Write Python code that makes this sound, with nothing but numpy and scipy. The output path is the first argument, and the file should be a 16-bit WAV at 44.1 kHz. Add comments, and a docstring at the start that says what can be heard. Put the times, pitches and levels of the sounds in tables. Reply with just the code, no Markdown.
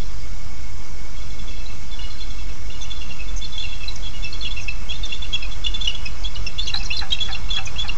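"""Treetop microphone: eagles chitter as they fly in, wing beats near the end, woods returning both.
Short near-sine notes on a few steady pitches carry faint overtones; breathy slides mix tone and noise.
Leaking air rings the pitches of the voice; each wing beat is a gust ringing the feathers.
Wind rumble on the housing and distant surf and traffic hiss are shaped noise; a thin, fuzzy whine is
narrowly resonant noise; sparse random echoes make the woods."""
import sys
import numpy as np
from scipy import signal
from scipy.io import wavfile
from scipy.ndimage import uniform_filter1d

SR = 44100
rng = np.random.default_rng(int(sys.argv[2]) if len(sys.argv) > 2 else 0)


def persist_wave(psi):
    """Save psi, clipped to +-1, as 16-bit WAV."""
    counts = np.round(np.clip(psi, -1, 1) * 32767).astype(np.int16)
    wavfile.write(sys.argv[1], SR, np.atleast_2d(counts).T)


N = 351477  # length in samples

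# Colour of the distant wash. Each row: frequency in Hz, relative density in dB per Hz.
WASH_COLOUR = [(180, -4.5), (300, -8), (650, -11.5), (1200, -7.5), (1900, -15), (2700, -15.5),
               (4300, -19.5), (5200, -13), (8000, -22.5)]
# Slow swell of wash and wind, fullest in the wash's middle band. Each row: time in seconds, change in dB.
SWELL = [(0, -5), (3, -4), (7, -1), (8, 2)]
# Steady fuzzy whine. Each row: frequency in Hz, resonance width in Hz, level in dB.
WHINES = [(2198.5, 67, -52)]
# Colour of the wind on the housing. Each row: frequency in Hz, relative density in dB per Hz.
WIND_COLOUR = [(26, 1), (40, 9), (55, -0.5), (75, -10), (91, -2.5), (110, -13.5), (200, -20), (400, -67.5)]
# Wing beats. Each row: start in seconds, level in dB.
WING_BEATS = [(6.729, -30.5), (7.006, -29), (7.277, -32.5), (7.563, -31), (7.834, -33)]
# Whistles of the feathers. Each row: settled frequency in Hz, resonance width in Hz, relative level in dB.
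FEATHERS = [(776, 58, -1), (912, 63, -10.5), (1350, 630, 3.5), (1632, 180, 1), (2310, 200, -2.5)]
# Pitches where the voice settles, and the rasp above. Each row: frequency in Hz, width in Hz, mid level in dB.
VOICE_STEPS = [(2700, 130, -1.5), (3357, 64, -2), (4118, 300, 1.5), (5300, 2700, -4)]
# Far runs of evenly spaced notes. Each row: start in seconds, spacing in seconds, first pitch in Hz,
# last pitch in Hz, list of the level of each note in dB.
RUNS = [(1.215, 0.087, 3540, 3420, [-48, -46, -40.5, -39, -45]),
        (1.502, 0.095, 2700, 2694, [-46, -42.5, -43]),
        (2.006, 0.098, 3530, 3440, [-42, -42, -34.5, -40.5, -45]),
        (2.02, 0.08, 4220, 4340, [-44, -41, -43]), (2.384, .104, 2740, 2700, [-42.5, -44]),
        (2.716, 0.094, 3614, 3425, [-41.5, -34, -32, -36.5, -41]), (3.012, 0.094, 2835, 2820, [-35, -34])]
# Single notes; nearly shared times are two strong overtones of one cry. 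Each row: nominal start in seconds,
# nominal length in seconds, pitch in Hz, glide in % over that length, level in dB.
NOTES = [(0.006, 0.036, 3420, -2, -46), (1.162, 0.032, 3360, -2.5, -49), (1.66, 0.0093, 4020, -2, -38),
         (1.913, 0.049, 3570, -5.5, -39), (1.99, .012, 2930, -3.5, -32), (2.033, 0.036, 2940, -3.5, -41),
         (2.218, 0.018, 4160, 2, -38), (2.698, 0.014, 2680, 8.5, -39), (2.738, 0.04, 2930, -4, -43),
         (2.845, .016, 2680, 10, -39), (2.886, 0.04, 2980, -9.5, -49), (2.962, 0.023, 3530, -5.5, -42),
         (3.191, 0.037, 2655, -3, -34.5), (3.278, 0.031, 3550, -3.5, -39), (3.414, 0.031, 3490, -0.5, -33),
         (3.443, 0.01, 4330, -1.5, -31), (3.45, .011, 3455, 0, -30.5), (3.521, 0.048, 3500, -1, -36.5),
         (3.522, 0.013, 4150, -8, -41), (3.578, 0.012, 3360, 0.5, -25.5), (3.595, 0.027, 3520, -3.5, -31),
         (3.622, 0.017, 3450, -2, -30), (3.636, 0.027, 2856, -7, -29), (3.685, 0.084, 3430, -3, -38),
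         (3.729, .012, 2750, -1, -35), (3.798, 0.04, 2745, -6, -39.5), (3.832, 0.014, 2630, -3.5, -32),
         (3.879, 0.017, 4160, -7, -26.5), (4.026, 0.032, 3420, -1.5, -33.5), (4.058, 0.031, 3430, -3, -33),
         (4.136, 0.053, 2900, -3, -41), (4.223, 0.034, 3510, -3.5, -36.5), (4.241, 0.031, 2726, -4, -30),
         (4.242, 0.012, 5410, -0.5, -32.5), (4.326, 0.012, 4360, 0, -30.5), (4.337, 0.03, 3370, 1, -40),
         (4.409, 0.0089, 4330, -3.5, -29.5), (4.417, 0.034, 3457, -0.5, -32), (4.449, .01, 2910, 0, -28.5),
         (4.452, 0.02, 3370, -2.5, -27), (4.47, .013, 2704, 3.5, -29), (4.507, 0.021, 3410, 1.5, -29),
         (4.566, 0.027, 2700, 1, -29.5), (4.594, 0.012, 2644, -3, -30), (4.681, 0.016, 2670, -2.5, -23.5),
         (4.892, 0.032, 3295, 2.5, -28), (4.917, 0.014, 2610, 8, -30), (4.929, 0.04, 3530, 2.5, -36),
         (5.032, 0.03, 3700, -5.5, -29), (5.092, 0.065, 3426, -1.5, -32.5), (5.122, 0.01, 2710, 3, -24),
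         (5.128, 0.044, 3560, -1, -32.5), (5.22, 0.015, 3480, 0.5, -29.5), (5.242, .015, 2700, 6.5, -32.5),
         (5.329, 0.029, 3360, -1, -21.5), (5.353, 0.012, 2750, -3, -24), (5.423, 0.016, 2650, -2, -30),
         (5.424, 0.012, 5170, -0.5, -38), (5.444, 0.015, 2550, -3, -32.5), (5.51, 0.03, 3480, -4, -35.5),
         (5.642, 0.021, 3484, 1.5, -25.5), (5.663, 0.011, 2837, 1, -19), (5.664, .011, 3420, 2.5, -22.5),
         (5.741, 0.022, 3517, -1, -25), (5.772, 0.013, 2880, -2, -43), (5.807, 0.026, 3375, 4.5, -26),
         (5.846, 0.017, 3460, -3, -23.5), (5.874, 0.01, 2850, 4.5, -15.5),
         (5.891, 0.017, 2950, -8.5, -23.5), (5.948, 0.01, 3390, -0.5, -27.5),
         (6.058, 0.0094, 5270, -2, -30), (6.055, 0.022, 2590, -1.5, -28.5), (6.246, 0.025, 3355, 2, -25.5),
         (6.359, 0.015, 2860, 5.5, -32.5), (6.465, 0.015, 2770, -4, -26.5), (6.466, 0.017, 5410, -1, -27),
         (6.584, 0.03, 3455, 4, -24), (6.585, 0.014, 2905, -3, -31.5), (6.615, 0.037, 4440, -3.5, -34),
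         (6.67, 0.013, 3940, 3, -31), (6.671, .014, 2800, 5.5, -30), (6.672, 0.021, 3446, -4, -27),
         (6.696, 0.014, 2757, 1.5, -28.5), (6.739, 0.0082, 4100, -6, -20), (6.756, .009, 4240, -4.5, -22),
         (6.771, .009, 4100, 0.5, -25.5), (6.799, 0.026, 2700, -6.5, -33.5),
         (6.859, 0.0091, 4240, -3, -29.5), (6.905, 0.021, 2586, 11, -20), (6.925, 0.021, 4220, -4.5, -30),
         (6.928, 0.034, 3544, -1.5, -30), (6.963, 0.018, 4180, 0.5, -28), (6.992, 0.0072, 3930, 5, -18),
         (7.105, 0.0095, 3730, -2.5, -28), (7.121, 0.016, 3312, -1.5, -17), (7.125, 0.012, 3850, -1.5, -19),
         (7.148, 0.0059, 2690, 3, -28.5), (7.187, 0.0069, 2700, -2.5, -29.5),
         (7.204, 0.034, 3440, -1.5, -21), (7.248, 0.028, 3380, 0, -32), (7.325, 0.019, 3600, -8.5, -31),
         (7.326, 0.01, 4330, -4, -29.5), (7.347, 0.012, 2710, 1, -25), (7.488, .012, 2700, 2, -34.5),
         (7.504, 0.019, 3456, 0, -23.5), (7.531, 0.022, 3465, -4, -23.5), (7.561, 0.017, 3360, 0, -20.5),
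         (7.585, 0.01, 2736, -3.5, -22), (7.671, 0.013, 2520, -3, -27.5), (7.758, 0.015, 2630, 8.5, -33.5),
         (7.784, 0.043, 3397, 1, -24), (7.892, 0.0094, 2826, -1.5, -20.5)]
# Breathy slides to or from the treble. Each row: start in seconds, nominal length in seconds,
# start pitch in Hz, end pitch in Hz, level in dB.
SLIDES = [(2.808, 0.037, 6600, 5770, -40), (3.357, 0.034, 6400, 6170, -37.5),
          (3.955, 0.0095, 7300, 4910, -32), (4.605, 0.038, 6600, 5440, -40),
          (5.052, 0.012, 6470, 5450, -34), (5.838, 0.079, 6360, 4300, -43.5),
          (6.236, 0.0058, 5530, 3880, -35), (6.344, 0.016, 5500, 3460, -36),
          (6.657, 0.013, 5400, 3760, -34), (6.665, 0.03, 6200, 6300, -37), (6.747, 0.065, 4500, 5580, -40),
          (6.826, 0.011, 3850, 6700, -34.5), (6.842, 0.029, 6780, 4780, -33),
          (6.963, 0.024, 5800, 4110, -32), (7.308, 0.015, 5200, 3500, -34), (7.55, 0.01, 5400, 4100, -38),
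          (7.654, 0.014, 6870, 5380, -31), (7.879, 0.0095, 5000, 3440, -30.5)]

WASH_DB, WIND_DB, BREATH_DB, HISS_DB = -40.5, -30, -50, -83.5
VOICE_HZ = 690  # low voice of which each note is an overtone
BELOW_DB, ABOVE_DB, BRIGHT_DB = -24, -17, -25  # mean levels: overtone below, above, and under the octave
UNEVEN_DB = 4  # random spread of those levels
RUN_NOTE_S, RUN_GLIDE = 0.02, -3.5  # nominal length in seconds, glide in %
AFTER_S, AFTER_DB = 0.02, -14  # trailing note: lag in seconds, relative level in dB
AFTER_DROP, AFTER_GLIDE = 0.025, -2.5  # trailing note: share of pitch lost, glide in %
EDGE_HZ, OFFSET = 15750, 0.2766  # band limit in Hz, steady offset as a share of full scale


def gain_of(db):
    """Turns decibels into an amplitude factor."""
    return 10 ** (np.asarray(db) / 20)


def evened(x):
    """Scales a signal to an RMS of one."""
    return x / np.sqrt(np.mean(x ** 2) + 1e-20)


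def read_curve(points, hz):
    """Reads a table of frequencies and values, interpolating on a log-frequency scale."""
    f, value = np.transpose(points)
    return np.interp(np.log(hz + 1), np.log(f + 1), value)


def swell_db(s):
    """Level change of the swell at the given seconds."""
    return np.interp(s, *np.transpose(SWELL))


def add(mix, s, sound):
    """Lays a sound into the mix at s seconds, cut off at the end of the mix."""
    part = mix[round(s * SR):][:len(sound)]
    part += sound[:len(part)]


def resonate(x, hz, width):
    """Shifts the curve hz down to zero, smooths twice, and shifts back: a steep resonance."""
    turn = np.exp(2j * np.pi * np.cumsum(hz * np.ones(len(x))) / SR)
    r = np.exp(-np.pi * width / SR)
    smooth = signal.lfilter([(1 - r) ** 2], [1, -2 * r, r * r], x / turn)
    return 2 * (turn * smooth).real


def noise(colour_db, size, patchy_db):
    """Random short-time spectra under colour_db(hz, s), with drifting patches."""
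    frames, hz = 4 * N // size + 5, np.fft.rfftfreq(size, 1 / SR)[:, None]
    a, b, patches = rng.standard_normal((frames, len(hz), 3)).T
    patches = uniform_filter1d(patches, size=8, axis=0)
    patches = evened(uniform_filter1d(patches, size=8, axis=1))
    seconds = np.arange(frames) * size / 4 / SR
    spectra = (a + 1j * b) * gain_of(colour_db(hz, seconds) + patchy_db * patches)
    sound = signal.istft(spectra, nperseg=size, noverlap=3 * size // 4)[1]
    return evened(sound[:N])


def wash():
    """Distant surf and traffic: hiss whose middle band grows, with the whine standing in it."""
    def colour_db(hz, s):
        middle = np.exp(-np.log((hz + 1) / 1200) ** 2)  # centred near 1200 Hz
        return read_curve(WASH_COLOUR, hz) + middle * swell_db(s)

    sound = gain_of(WASH_DB) * noise(colour_db, size=1024, patchy_db=1.7)
    for hz, width, db in WHINES:
        sound += gain_of(db) * evened(resonate(rng.standard_normal(N), hz, width))
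    return sound


def wind():
    """Low lumpy rumble on the microphone housing that freshens along with the wash."""
    def colour_db(hz, s):
        return read_curve(WIND_COLOUR, hz) + 0.63 * swell_db(s)

    return gain_of(WIND_DB) * noise(colour_db, size=8192, patchy_db=0.5)


def woods(x, t60, rise):
    """Sparse echoes of random sign from branches and trunks build up over rise and die over t60 seconds."""
    t = np.arange(SR // 2) / SR
    taps = np.zeros(len(t))
    at = np.arange(200, len(taps) - 20, 20)  # one echo in every 20 samples
    taps[at + rng.integers(0, 20, len(at))] = rng.choice([-1., 1.], len(at))
    taps *= gain_of(-60 * t / t60) * (1 - np.exp(-t / rise))
    return signal.fftconvolve(x, taps / np.linalg.norm(taps))[:N]


def wings():
    """Each downstroke drives a gust through the feathers; their whistle falls as the stroke slows."""
    out, t = np.zeros(N), np.arange(round(SR / 8)) / SR
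    force = (t / 0.011) ** 2 * np.exp(2 - 2 * t / 0.014)  # strongest 14 ms in
    fall = 1 + 0.32 * np.exp(-t / 0.011)
    for s, beat_db in WING_BEATS:
        gust = rng.standard_normal((len(FEATHERS), len(t))) * force
        for air, (hz, width, db) in zip(gust, FEATHERS):
            ring = resonate(air, hz * fall, width)
            add(out, s, gain_of(beat_db + db) * ring / abs(ring).max())
    return out


def breath(voice):
    """Leaking air rings the voice's steps in lumps, during and just after the notes."""
    power = signal.lfilter([1], [1, -np.exp(-1 / (0.008 * SR))], voice ** 2)  # 8 ms decay
    loudness = abs(power) ** 0.21
    lumps = rng.standard_normal((N, len(VOICE_STEPS)))
    lumps = evened(uniform_filter1d(lumps, size=500, axis=0)).T
    air = np.zeros(N)
    for (hz, width, db), lump in zip(VOICE_STEPS, lumps):
        ring = evened(resonate(rng.standard_normal(N), hz, width))
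        air += gain_of(db + 9.8 * np.tanh(lump)) * ring
    return loudness * air


def slide(length, hz0, hz1, db):
    """While the pitch slides, the membranes vibrate unevenly: a tone half lost in a moving band of noise."""
    hz = np.geomspace(hz0, hz1, round(1.2 * length * SR))
    fuzz = evened(resonate(rng.standard_normal(SR // 10)[:len(hz)], hz, 610))
    tone = np.sqrt(2) * np.sin(2 * np.pi * np.cumsum(hz) / SR)
    return gain_of(db) * (fuzz + 0.4 * tone) * signal.windows.tukey(len(hz), 0.6)


def note(length, hz, end_hz, db):
    """A near sine with a weak octave; it swells fast, flutters and dies."""
    t = np.arange(round(1.373 * length * SR)) / SR  # it sounds past its nominal length
    flutter = uniform_filter1d(rng.standard_normal((2, SR // 5)), size=120, axis=1)
    pitch_flutter, level_flutter = evened(flutter)[:, :len(t)]
    scoop = 0.046 * np.exp(-t / (0.2 * length))  # the pitch is reached from below
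    glide = hz + (end_hz - hz) * (t / length) ** 1.38
    turns = np.cumsum(glide * (1 + 0.0092 * pitch_flutter - scoop)) / SR
    octave_db = -19 - 14 * np.log2(hz / 3000)  # low notes are richer
    tone = np.sin(2 * np.pi * turns) + gain_of(octave_db) * np.sin(4 * np.pi * turns)
    shape = np.sin(np.pi * (t / t[-1]) ** 0.76) ** 1.27
    return np.sqrt(2) * gain_of(db + 2.0 * level_flutter) * shape * tone


def runs():
    """Spells each run out as notes stepping in pitch, each trailing a softer, longer, lower one."""
    rows = []
    for start, gap, hz0, hz1, levels in RUNS:
        pitches = np.linspace(hz0, hz1, len(levels))
        for k, (hz, db) in enumerate(zip(pitches, levels)):
            s = start + k * gap
            rows.append((s, RUN_NOTE_S, hz, RUN_GLIDE, db))
            rows.append((s + AFTER_S, 2 * RUN_NOTE_S, hz * (1 - AFTER_DROP), AFTER_GLIDE, db + AFTER_DB))
    return rows


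def cry(voice, s, length, hz, glide, db):
    """Adds one strong overtone of the low voice and the faint, uneven ones that the throat lets through."""
    k = round(hz / VOICE_HZ)
    below, above, bright = UNEVEN_DB * rng.standard_normal(3)
    overtones = [(k, 0), (k - 1, BELOW_DB + below), (k + 1, ABOVE_DB + above), (2 * k - 1, BRIGHT_DB + bright)]
    for n, rel_db in overtones:
        if n in (k, 4, 5, 6, 9):  # the throat mutes the others
            share = 1 if n == k else 0.65  # the faint overtones die early
            start_hz = n / k * hz
            end_hz = start_hz * (1 + share * glide / 100)
            add(voice, s - 0.12 * length, note(share * length, start_hz, end_hz, db + rel_db))


def eagles():
    """All notes with their overtones, the slides and the leaking air."""
    voice, slides = np.zeros(N), np.zeros(N)
    for row in runs() + list(NOTES):
        cry(voice, *row)
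    for s, *rest in SLIDES:
        add(slides, s, slide(*rest))
    return voice + slides + gain_of(BREATH_DB) * breath(voice)


def scene():
    """Birds nearing the microphone, with near and far woods answering over wind and wash."""
    birds = eagles() + wings()
    far = birds * gain_of(np.linspace(-4, -18, N))  # the nearer the birds, the less the far woods count
    foliage = signal.butter(2, 3700, fs=SR, output="sos")  # foliage swallows the treble
    far_woods = woods(signal.sosfilt(foliage, far), t60=0.98, rise=0.0082)
    near_woods = gain_of(-11.5) * woods(birds, t60=0.07, rise=0.014)
    return (birds + near_woods + far_woods + wind() + wash())[None]


def record(dry):
    """A narrow-band link, faint hiss after it, the band limit and the converter's steady offset."""
    link = signal.sosfilt(signal.cheby2(7, 44, 9800, fs=SR, output="sos"), dry)  # 44 dB down from 9800 Hz
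    link += gain_of(HISS_DB) * rng.standard_normal(dry.shape)
    band_limit = signal.firwin(511, EDGE_HZ, window=("kaiser", 9), fs=SR)
    return signal.oaconvolve(link, band_limit[None], "same") + OFFSET


dry = scene()
out = record(dry)
persist_wave(out)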